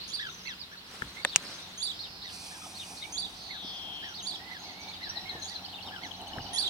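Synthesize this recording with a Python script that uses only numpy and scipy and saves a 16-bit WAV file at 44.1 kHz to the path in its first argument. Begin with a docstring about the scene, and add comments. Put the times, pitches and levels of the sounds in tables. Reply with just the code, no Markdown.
"""Grebe chicks beg on a lake: one peeps sharply close by, another further out.
Waterbirds whine across the water; songbirds chip, trill, wheeze and flute on the bank.
Each call is a wavering membrane tone with a diffuse echo off water and banks.
A far motor hums under the outdoor hush. The hand-held camera rustles, bumps,
clicks (twice loudly) and hisses for a moment."""
import sys
import numpy as np
from scipy import signal
from scipy.fft import rfft, irfft, next_fast_len
from scipy.io import wavfile
from scipy.ndimage import uniform_filter1d

SR = 44100
rng = np.random.default_rng(int(sys.argv[2]) if len(sys.argv) > 2 else 0)


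def generate_wav(signal):
    """Clip the signal to [-1, 1] and save it as 16-bit WAV at the path in sys.argv[1]."""
    frames = np.transpose(np.atleast_2d(signal))
    scaled = np.clip(frames, -1, 1) * 32767
    pcm = np.round(scaled).astype(np.int16)
    wavfile.write(sys.argv[1], SR, pcm)


N = 295029
T = np.arange(N) / SR

# direction of the far birds: f/Hz, left minus right/dB
BANK_PAN = [(500, -4), (1300, -9), (1600, 5), (2000, -14.5), (2600, -18), (3200, 12), (3900, 3.5),
            (4450, -12), (5200, -6), (7000, -1)]
# stereo width of diffuse noise: f/Hz, side minus mid/dB
DIFFUSE_SIDE = [(60, -106), (250, -103), (600, -10), (1200, 0), (2000, 4), (15000, -1)]


def undb(db):
    return 10 ** (np.asarray(db) / 20)


def unit(x):
    return x / np.sqrt(np.mean(x ** 2))


def curves(rows, at):
    """Table columns, interpolated along the first."""
    first, *columns = np.transpose(rows)
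    return [np.interp(at, first, c) for c in columns]


def gains(points, size):
    """Gain per FFT bin from (f/Hz, level/dB) points."""
    hz, db = np.transpose(points)
    bin_hz = np.arange(size // 2 + 1) * SR / size
    return undb(np.interp(np.log(bin_hz + 1), np.log(hz), db))


def colour(x, points):
    """Filter by (f/Hz, level/dB) points."""
    size = next_fast_len(x.shape[-1] + 4096, True)
    return irfft(rfft(x, size) * gains(points, size), size)[..., :x.shape[-1]]


def noise(points):
    return unit(colour(rng.standard_normal(N), points))


def walk(rate_hz):
    """Random drift, spread near 1."""
    knots = rng.standard_normal(8192)
    return np.interp(T * rate_hz, np.arange(len(knots)), knots)


def add(out, start_s, x):
    i = int(start_s * SR)
    x = x[max(-i, 0):max(N - i, 0)]
    out[max(i, 0):max(i, 0) + len(x)] += x


def envelope(t, length_s, attack_s, release_s):
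    return np.clip(t / attack_s, 0, 1) * np.clip((length_s - t) / release_s, 0, 1)


def swells(rows, attack_s, release_s, fade_db_per_s=0):
    """Gain over time from (t/s, length/s, level/dB) rows."""
    gain = np.zeros(N)
    for start_s, length_s, db in rows:
        t = T - start_s
        fade_db = fade_db_per_s * np.clip(t, 0, length_s)
        gain += envelope(t, length_s, attack_s, release_s) * undb(db - fade_db)
    return gain


def ports(x, pan, lag_samples):
    """Two microphone ports, shaded by frequency; the left lags."""
    left = colour(x, [(hz, db / 2) for hz, db in pan])
    right = colour(x, [(hz, -db / 2) for hz, db in pan])
    return np.array([np.interp(T - lag_samples / SR, T, left), right])


def shore(x, wet_db, t60_s):
    """Water and banks scatter a call into a short diffuse tail."""
    t = T[:SR // 2]
    tail = rng.standard_normal((2, len(t))) * undb(-60 * t / t60_s) * np.clip(t / 0.0009, 0, 1)
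    tail /= np.sqrt(np.sum(tail ** 2, axis=1, keepdims=True))
    return undb(wet_db) * signal.fftconvolve(x[None], tail, axes=1)[:, :N]


def syrinx(hz, db, overtone_db, slope_db, jitter, flutter_db, harmonics=3):
    """Trembling membrane: pitch and level waver; overtones step by slope_db each."""
    size = len(hz)
    drift = uniform_filter1d(uniform_filter1d(rng.standard_normal((2, SR // 4)), size=60), size=60)
    tremble = unit(drift[0])[:size]
    flutter = unit(uniform_filter1d(drift[1], size=200))[:size]
    hz = uniform_filter1d(hz, size=130) * (1 + jitter * tremble)
    phase = 2 * np.pi * np.cumsum(hz) / SR
    tone = np.sin(phase)
    for k in range(2, harmonics + 1):
        tone += undb(overtone_db + slope_db * (k - 2.5)) * np.sin(k * phase) * (k * hz < SR / 2)
    gate = signal.windows.tukey(size, min(0.0028 * SR / size, 1))
    return np.sqrt(2) * tone * undb(db + flutter_db * flutter) * gate


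def slur(length_s, start_hz, end_hz, db, edge_db, jitter, arch=0.0294):
    """Songbird note: a glide bowed upward by the share arch, ends lowered by edge_db."""
    share = np.linspace(0, 1, int(length_s * SR))
    edge = (2 * share - 1) ** 2
    hz = (start_hz + (end_hz - start_hz) * share) * (1 + arch * (1 - edge))
    return syrinx(hz, db - edge_db * edge, overtone_db=-42, slope_db=-5, jitter=jitter, flutter_db=4)


def hush():
    """Outdoor noise, mono in the bass."""
    spectrum = [(25, -20), (40, -6), (76, 0.5), (134, -3), (185, 4.5), (236, -4), (363, -3.5), (624, -10.5),
                (988, -6.5), (2410, -13), (3920, -8.5), (5430, -18.5), (7310, -23.5), (15500, -25)]  # f/Hz, level/dB
    mid = noise(spectrum)
    side = colour(noise(spectrum), DIFFUSE_SIDE)
    return np.array([mid + side, mid - side]) * undb(-53 + 0.87 * walk(5.1))


def motor():
    """Far motor, slowly growing: shaft speed wanders, the air makes it swell and fade."""
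    levels = [(0, -71.5, -82), (2.7, -60.5, -54.5), (4.4, -65.5, -55), (5, -59, -53), (6.69, -56, -48)]  # t/s, hum/dB, drone/dB
    hum_lines = [(92, -0.35), (186, -1.2)]  # f/Hz, level/dB
    drone_spectrum = [(100, -29), (270, -1.5), (480, -11), (620, -5.5), (750, 5), (900, -0.5), (1150, -13),
                      (1600, -20), (4000, -37.5)]  # f/Hz, level/dB
    hum_db, drone_db = curves(levels, T)
    shaft_s = np.cumsum(1 + 0.0095 * walk(9)) / SR
    hum = sum(np.sin(2 * np.pi * hz * shaft_s) * undb(db + 1.05 * walk(18)) for hz, db in hum_lines)
    drone = noise(drone_spectrum) * undb(drone_db + 2.8 * walk(24))
    return hum * undb(hum_db) + ports(drone, [(300, 9), (750, -4), (1500, -8.5)], lag_samples=3.2)


def chorus(count=260):
    """Many far birds: random slurs, their echo and a wash of farther song."""
    levels = [(0, -41.5), (.4, -49.5), (.8, -51), (1.6, -45), (2, -51), (2.6, -53.5), (3.4, -51.5),
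              (5.2, -45.5), (5.8, -51.5), (6.69, -43.5)]  # t/s, level/dB
    wash_spectrum = [(1500, -15), (2700, 3), (3300, 3), (4100, 8), (4800, -1), (5600, -4.5), (6300, -33),
                     (7200, -38), (10000, -45)]  # f/Hz, level/dB
    slurs = np.zeros(N)
    for when, pitch, glide, span, distance in rng.random((count, 5)):
        along = np.linspace(-1, 1, int((.018 + .035 * span) * SR))
        hz = 3200 * 2 ** (1.05 * pitch + .5 * (glide - .65) * along - .12 * along ** 2)
        db = -5 * distance - 5 * along ** 2
        note = syrinx(hz, db, overtone_db=-35, slope_db=-15, jitter=.01, flutter_db=2.5)
        add(slurs, when * T[-1], note)
    heard = ports(slurs, BANK_PAN, lag_samples=6) + shore(slurs, wet_db=1, t60_s=.5)
    voices = unit(colour(heard, [(2500, -3), (4000, 1), (6300, -2.5), (7200, -17), (9000, -30)]))
    wash = unit(colour(rng.standard_normal((2, N)), wash_spectrum))
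    return (undb(-3) * voices + undb(-4.5) * wash) * undb(curves(levels, T)[0])


def chips():
    """Quick single songbird slurs."""
    notes = [(0, 0.029, 3950, 4470, -46), (0.296, 0.013, 3660, 3790, -43), (0.46, 0.031, 2600, 2634, -46.5),
             (0.593, 0.051, 5320, 3460, -46.5), (0.769, 0.031, 3910, 4450, -47.5),
             (1.167, 0.05, 2050, 2200, -50.5), (2.615, 0.045, 1305, 1194, -51.5),
             (3.016, .035, 3800, 3490, -42.5), (3.02, 0.044, 2064, 2300, -52),
             (5.09, 0.021, 5600, 5520, -40), (5.642, 0.027, 3950, 5000, -47)]  # t/s, length/s, start/Hz, end/Hz, level/dB
    out = np.zeros(N)
    for start_s, length_s, start_hz, end_hz, db in notes:
        add(out, start_s, slur(length_s, start_hz, end_hz, db, edge_db=4, jitter=0.013))
    return ports(out, BANK_PAN, lag_samples=4) + shore(out, wet_db=-4, t60_s=0.22)


def near_chick(whistle_s=.035):
    """An overtone-rich lead-in leaps to a loud whistle, drops and ends in a warble."""
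    # peep shape: stage (0 start, 1 leap, 2 drop, 3 end), f/Hz, level/dB, overtones/dB
    contour = [(0, 3120, -32.5, 7.5), (.85, 3480, -12, -8.5), (1.2, 4610, -3, -17.5),
               (1.85, 4690, -5, -16.5), (2.07, 3530, -14, -15), (2.16, 4380, -10, -8),
               (2.35, 3400, -8, -26), (2.78, 3950, -10, -17), (3, 3000, -10.5, -22)]
    # t/s, lead-in/s, tail/s, level/dB, lead-in gain/dB, lead-in overtone slope/dB,
    # later overtone gain/dB, roughness/0-1
    peeps = [(0.078, 0.051, 0.068, -33.5, 3, -9, -4, 0.74),
             (1.774, 0.05, 0.061, -28, 1.5, -14.5, 2.5, 0.28),
             (3.123, .054, 0.055, -30, 5, -17.5, -2.5, 0.32), (4.223, 0.045, 0.058, -32, 4, -15.5, 0, 0.52),
             (5.423, .05, 0.061, -40, 9, -18.5, -0.5, 0.79), (6.533, .048, 0.066, -24.5, 5, 5.5, 1.5, 0.56)]
    throat = [(4700, -1), (5600, 3.5), (6650, 0), (7800, -7), (9400, 0), (10000, -3), (11000, -5.5),
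              (15000, -13)]  # throat and beak resonances: f/Hz, gain/dB
    pan = [(2000, 3), (3400, -9), (4000, -15), (4600, -11.5), (5500, -3), (6700, 1), (8000, -7.5),
           (9400, -15), (11000, 1)]  # f/Hz, left minus right/dB
    out = np.zeros(N)
    for start_s, lead_s, tail_s, db, lead_db, lead_slope_db, bright_db, rough in peeps:
        marks_s = np.cumsum([0, lead_s, whistle_s, tail_s])
        stage = np.interp(T[:int(marks_s[-1] * SR)], marks_s, np.arange(4))
        hz, shape_db, overtone_db = curves(contour, stage)
        lead = np.clip((1 - stage) / 0.45, 0, 1)
        level_db = db + shape_db + lead_db * lead
        overtone_db += bright_db * (1 - lead)
        slope_db = lead_slope_db * lead - 8 * (1 - lead)
        peep = syrinx(hz, level_db, overtone_db, slope_db, jitter=.028 * rough, flutter_db=4 * rough)
        add(out, start_s, peep)
    out = colour(out, throat)
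    duller = colour(out, [(5000, 2), (7000, -0.81)])
    return ports(out, pan, lag_samples=8.18) + shore(duller, wet_db=-4.5, t60_s=0.26)


def whines(rise_s=.024, start_ratio=.84, end_hz=1350):
    """Hoarse nasal waterbird calls: arch up, loudest at the top, sag to one resting pitch."""
    calls = [(.192, .08, 1900, -48.5, -1.5), (.452, 0.07, 2200, -53.5, 4.5), (.713, 0.025, 1765, -56, -7),
             (2.231, 0.088, 1996, -63.5, 7), (2.508, 0.058, 1836, -61, -0.5), (3.491, 0.065, 2205, -56, -5),
             (4.026, .085, 1920, -55.5, -6), (4.502, .085, 2074, -56.5, -2), (5.006, 0.091, 2040, -55, -6),
             (5.498, 0.076, 2016, -60.5, 6), (5.909, 0.064, 1707, -53.5, -8),
             (6.016, 0.053, 2160, -55.5, 2.5), (6.297, 0.073, 1770, -64, -5),
             (6.527, 0.1, 2006, -60.5, 5.5)]  # t/s, fall/s, top/Hz, level/dB, overtones/dB
    out = np.zeros(N)
    for start_s, fall_s, top_hz, db, overtone_db in calls:
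        t = T[:int((rise_s + fall_s) * SR)]
        onset = np.clip(1 - t / rise_s, 0, 1)
        sag = np.clip((t - rise_s) / fall_s, 0, 1)
        hz = top_hz * (1 - (1 - start_ratio) * onset ** 1.605) + (end_hz - top_hz) * sag ** .9
        level_db = db - 3 * onset - 8.5 * sag
        call = syrinx(hz, level_db, overtone_db, slope_db=-5, jitter=.024, flutter_db=3.6, harmonics=4)
        add(out, start_s, call)
    out = colour(out, [(1500, 9), (6300, -2), (7300, -25), (10000, -30)])
    return ports(out, BANK_PAN, lag_samples=8.7) + shore(out, wet_db=-8, t60_s=0.12)


def trills():
    """Songbirds repeat one falling note evenly, each from its place on the bank."""
    # first/s, last/s, spacing/s, note length/s, start/Hz, end/Hz, level/dB, growth/dB,
    # left minus right/dB
    runs = [(0.263, 0.376, .058, .024, 6170, 5300, -54.5, 1, -1.5),
            (3.614, 4.2, .117, .022, 6400, 5020, -59, 6, -1.5),
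            (5.028, 5.548, .131, 0.029, 4254, 3610, -39, 0, 9.5),
            (5.647, 6.107, .076, 0.0206, 3400, 2700, -48.5, 1, 14.5),
            (6.199, 6.459, .0645, 0.021, 3020, 2830, -49, -1, 13)]
    out = np.zeros((2, N))
    for first_s, last_s, spacing_s, length_s, start_hz, end_hz, db, growth_db, pan_db in runs:
        span_s = last_s - first_s
        for share in np.linspace(0, 1, round(span_s / spacing_s) + 1):
            level_db = db + growth_db * (share - .5)
            note = slur(length_s, start_hz, end_hz, level_db, edge_db=11.5, jitter=0.019)
            for channel, side in zip(out, (.5, -.5)):
                add(channel, first_s + span_s * share, note * undb(side * pan_db))
    return out + shore(out.mean(axis=0), wet_db=-2.5, t60_s=0.54)


def rustle(ticks_per_s=300):
    """Skin rubs the plastic camera: fading noise with tiny ticks."""
    rubs = [(.85, 1, -47), (1.33, 0.54, -49)]  # t/s, length/s, level/dB
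    spectrum = [(80, -19), (200, 0.5), (600, -1.5), (1200, -0.5), (1700, -1), (2300, -5.5), (3500, -5),
                (6000, -13.5), (9500, -13), (11000, -26), (15000, -36)]  # f/Hz, level/dB
    mid = noise(spectrum)
    side = .5 * colour(noise(spectrum), DIFFUSE_SIDE)
    friction = np.array([mid + side, mid - side]) * undb(3.3 * walk(44.87))
    grains = (rng.random(N) < ticks_per_s / SR) * rng.standard_normal((2, N))
    ticks = unit(colour(grains, [(1000, -19), (7000, 2), (10000, -3), (14000, -10)]))
    rubbing = swells(rubs, attack_s=0.092, release_s=0.16, fade_db_per_s=20.5)
    return (friction + undb(-11) * ticks) * rubbing


def rumble(tremor_db=-77):
    """Moving the camera shakes its body, over a faint steady tremor."""
    moves = [(1, .09, -52), (3.05, 0.57, -64), (5.17, 0.35, -65), (6.2, 0.31, -62)]  # t/s, length/s, level/dB
    gain = undb(tremor_db) + swells(moves, attack_s=0.11, release_s=0.15)
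    return noise([(15, -25), (35, 3), (70, 5), (150, -22), (600, -52)]) * gain


def bumps(attack_s=0.0044):
    """Dull thuds through the camera body."""
    hits = [(1.017, -35, 0.11, 165), (1.036, -42.5, 0.23, 65), (1.2484, -28.5, 0.04, 520),
            (1.361, -43, 0.06, 140), (3.247, -45.5, 0.067, 129), (3.644, -40, 0.072, 237.5),
            (5.349, -38, 0.099, 272), (6.376, -31.5, 0.089, 155), (6.39, -38.5, 0.29, 65)]  # t/s, level/dB, t60/s, f/Hz
    out, t = np.zeros(N), T[:SR // 3]
    for start_s, db, t60_s, hz in hits:
        resonance = [(hz / 4, -20), (hz, 0), (hz * 2, -7), (hz * 10, -40), (hz * 40, -70)]
        ring = unit(colour(rng.standard_normal(len(t)), resonance))
        add(out, start_s, ring * undb(db - 60 * t / t60_s) * np.clip(t / attack_s, 0, 1))
    return out


def clicks(size=4096):
    """A snap and a few milliseconds of rattle ring the camera housing."""
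    hits = [(1.0208, -26, 0.01, 23), (1.2492, -13.5, 0.01, 0.5), (1.3602, -7.5, 0.0044, 4),
            (6.215, -48, .02, -2), (6.278, -48, 0.022, 3), (6.384, -32, 0.021, 19)]  # t/s, level/dB, t60/s, treble left minus right/dB
    spectra = [
        [(100, -36), (600, -29), (1200, 2), (1700, 10.5), (2600, -20), (6000, -24), (15000, -45)],
        [(60, -33), (140, -3), (330, -11), (550, 4), (900, -9), (1400, -3.5), (1770, 3), (2300, -8.5),
         (3900, -6), (5300, -32), (7500, -15.5), (8700, -17.5), (11000, -32), (15000, -52)],
        [(59, -51), (100, -13), (691, -7.5), (1310, -8.5), (2130, -5), (2800, 4), (3620, -8), (5420, -1.5),
         (6420, 3.5), (6990, 0), (8830, -3.5), (10200, -15), (11200, -48), (14700, -19), (16000, -30)],
        [(1000, -21), (6500, -23), (8700, 8), (11000, -26)],
    ]  # tap, knock, snap, tick; each f/Hz, level/dB
    kinds = [0, 1, 2, 3, 3, 0]  # spectrum index per hit
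    out, t = np.zeros((2, N)), T[:size]
    causal_fold = np.r_[1, np.full(size // 2 - 1, 2), np.zeros(size // 2)]
    for (start_s, db, t60_s, pan_db), kind in zip(hits, kinds):
        cepstrum = irfft(np.log(gains(spectra[kind], size)))
        housing = np.exp(rfft(cepstrum * causal_fold))  # minimum phase
        decay = undb(-60 * t / t60_s) + undb(-12.5 - 60 * t / 0.025)
        rattle = 0.19 * rng.standard_normal((2, size)) * decay
        force = rattle[0] + (t == 0)
        # both ports feel the same bass; the treble leans to one side
        lean = (undb(pan_db) - 1) / (undb(pan_db) + 1)
        sideways = colour(1.2 * rattle[1] + lean * force, [(600, -34), (1400, -4), (2500, 0)])
        mid, side = irfft(rfft(np.array([force, sideways])) * housing)
        gain = undb(db) / np.sqrt(np.sum(mid ** 2) / (.001 * SR))  # energy referred to 1 ms
        add(out[0], start_s, (mid + side) * gain)
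        add(out[1], start_s, (mid - side) * gain)
    return out


def far_chick():
    """Two-step falling peeps, blurred by distance."""
    contour = [(0, 3660, -4.5), (.12, 4350, -2), (.3, 4500, -2), (.45, 4270, -2.5), (.51, 3695, -6),
               (.6, 3817, 8), (.72, 3750, 7.5), (.86, 3140, 3.5), (1, 2830, 7.5)]  # share of length, f/Hz, level/dB
    peeps = [(1.27, 0.086, 0.98, -49.5, -9), (1.988, 0.083, 1.01, -47, -17), (2.218, 0.084, 1, -53, -18),
             (2.738, 0.098, 0.98, -50, -5), (2.967, 0.081, 0.99, -52, -5), (4.136, 0.082, 1.02, -49, -11),
             (4.876, 0.092, 0.93, -53.5, -25), (5.684, 0.11, 0.95, -52, -14), (5.81, 0.092, 0.96, -54, -15)]  # t/s, length/s, pitch ratio, level/dB, start-to-end tilt/dB
    out = np.zeros(N)
    for start_s, length_s, ratio, db, tilt_db in peeps:
        share = np.linspace(0, 1, int(length_s * SR))
        hz, shape_db = curves(contour, share)
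        level_db = db + shape_db + tilt_db * (share - .5)
        peep = syrinx(hz * ratio, level_db, overtone_db=-35, slope_db=-15, jitter=.04, flutter_db=3)
        add(out, start_s, peep)
    return ports(out, BANK_PAN, lag_samples=1) + shore(out, wet_db=1, t60_s=0.12)


def wheezes(knee_s=.27, flutter_hz=196.7, slowing_hz_per_s=76):
    """Songbird buzzes sink as their flutter slows; each flutter is one downward sweep."""
    calls = [(1.92, 0.66, 0.024, 4925, 4390, -52), (3.3, .86, 0.22, 4467, 3098, -44.5),
             (3.622, 0.15, 0.074, 4700, 4500, -44.5), (4.28, 0.58, .03, 4840, 4310, -58)]  # t/s, length/s, attack/s, start/Hz, end/Hz, level/dB
    out = np.zeros(N)
    for start_s, length_s, attack_s, start_hz, end_hz, db in calls:
        t = T[:int(length_s * SR)]
        centre_hz = end_hz + (start_hz - end_hz) / (1 + (t / knee_s) ** 3.2)
        cycle = np.cumsum(flutter_hz - slowing_hz_per_s * t) / SR % 1
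        sweep_hz = 0.69 * (centre_hz - 2300) * (.5 - cycle)
        hz = centre_hz * (1 + 0.0136 * walk(300)[:len(t)]) + sweep_hz
        buzz = unit(np.sin(2 * np.pi * np.cumsum(hz) / SR) * np.sin(np.pi * cycle) ** 0.28)
        add(out, start_s, buzz * undb(db) * envelope(t, length_s, attack_s, release_s=0.12))
    return ports(out, BANK_PAN, lag_samples=10) + shore(out, wet_db=-4, t60_s=.2)


def hiss():
    """Brief flickering hiss close to the camera."""
    bursts = [(2.25, 0.92, -49.5), (3.05, 0.55, -59.5)]  # t/s, length/s, level/dB
    spectrum = [(1500, -41), (2500, 5.5), (3200, -34), (4800, 1), (5800, 6), (6900, -4), (7600, -2),
                (8050, -1), (8400, -1.5), (9100, -0.5), (9800, -3.5), (10450, -15), (11600, -9.5),
                (15000, -23)]  # f/Hz, level/dB
    pan = [(2500, 8.5), (4000, 0), (7000, -2), (8400, -4), (9400, -18), (10500, -9), (11800, -11),
           (14000, -1)]  # f/Hz, left minus right/dB
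    gain = swells(bursts, attack_s=0.096, release_s=0.19)
    return ports(noise(spectrum), pan, lag_samples=1) * gain * undb(1.7 * walk(24.8))


def flutes():
    """Slow, nearly pure songbird notes far along the bank."""
    notes = [(4.394, 0.13, 1860, 2010, -56), (4.654, .07, 2230, 1900, -57), (4.729, 0.19, 2100, 2300, -58),
             (5.097, 0.1, 1724, 1900, -54.5), (5.255, 0.061, 2120, 2060, -52),
             (5.307, 0.097, 1800, 1647, -50.5)]  # t/s, length/s, start/Hz, end/Hz, level/dB
    out = np.zeros(N)
    for start_s, length_s, start_hz, end_hz, db in notes:
        add(out, start_s, slur(length_s, start_hz, end_hz, db, edge_db=0, jitter=.007, arch=0.0354))
    return ports(out, BANK_PAN, lag_samples=9.8) + shore(out, wet_db=-3, t60_s=0.47)


def scene():
    waterbirds = near_chick() + far_chick() + whines()
    songbirds = flutes() + trills() + chips() + wheezes() + chorus()
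    camera = clicks() + bumps() + rumble() + rustle() + hiss()
    return waterbirds + songbirds + camera + hush() + motor()


def record(dry):
    """The recorder clips at full scale and cuts the top."""
    top_hz = 15900
    lowpass = signal.ellip(10, .2, 70, top_hz, fs=SR, output="sos")
    return signal.sosfilt(lowpass, np.clip(dry, -1, 1))


dry = scene()
out = record(dry)
generate_wav(out)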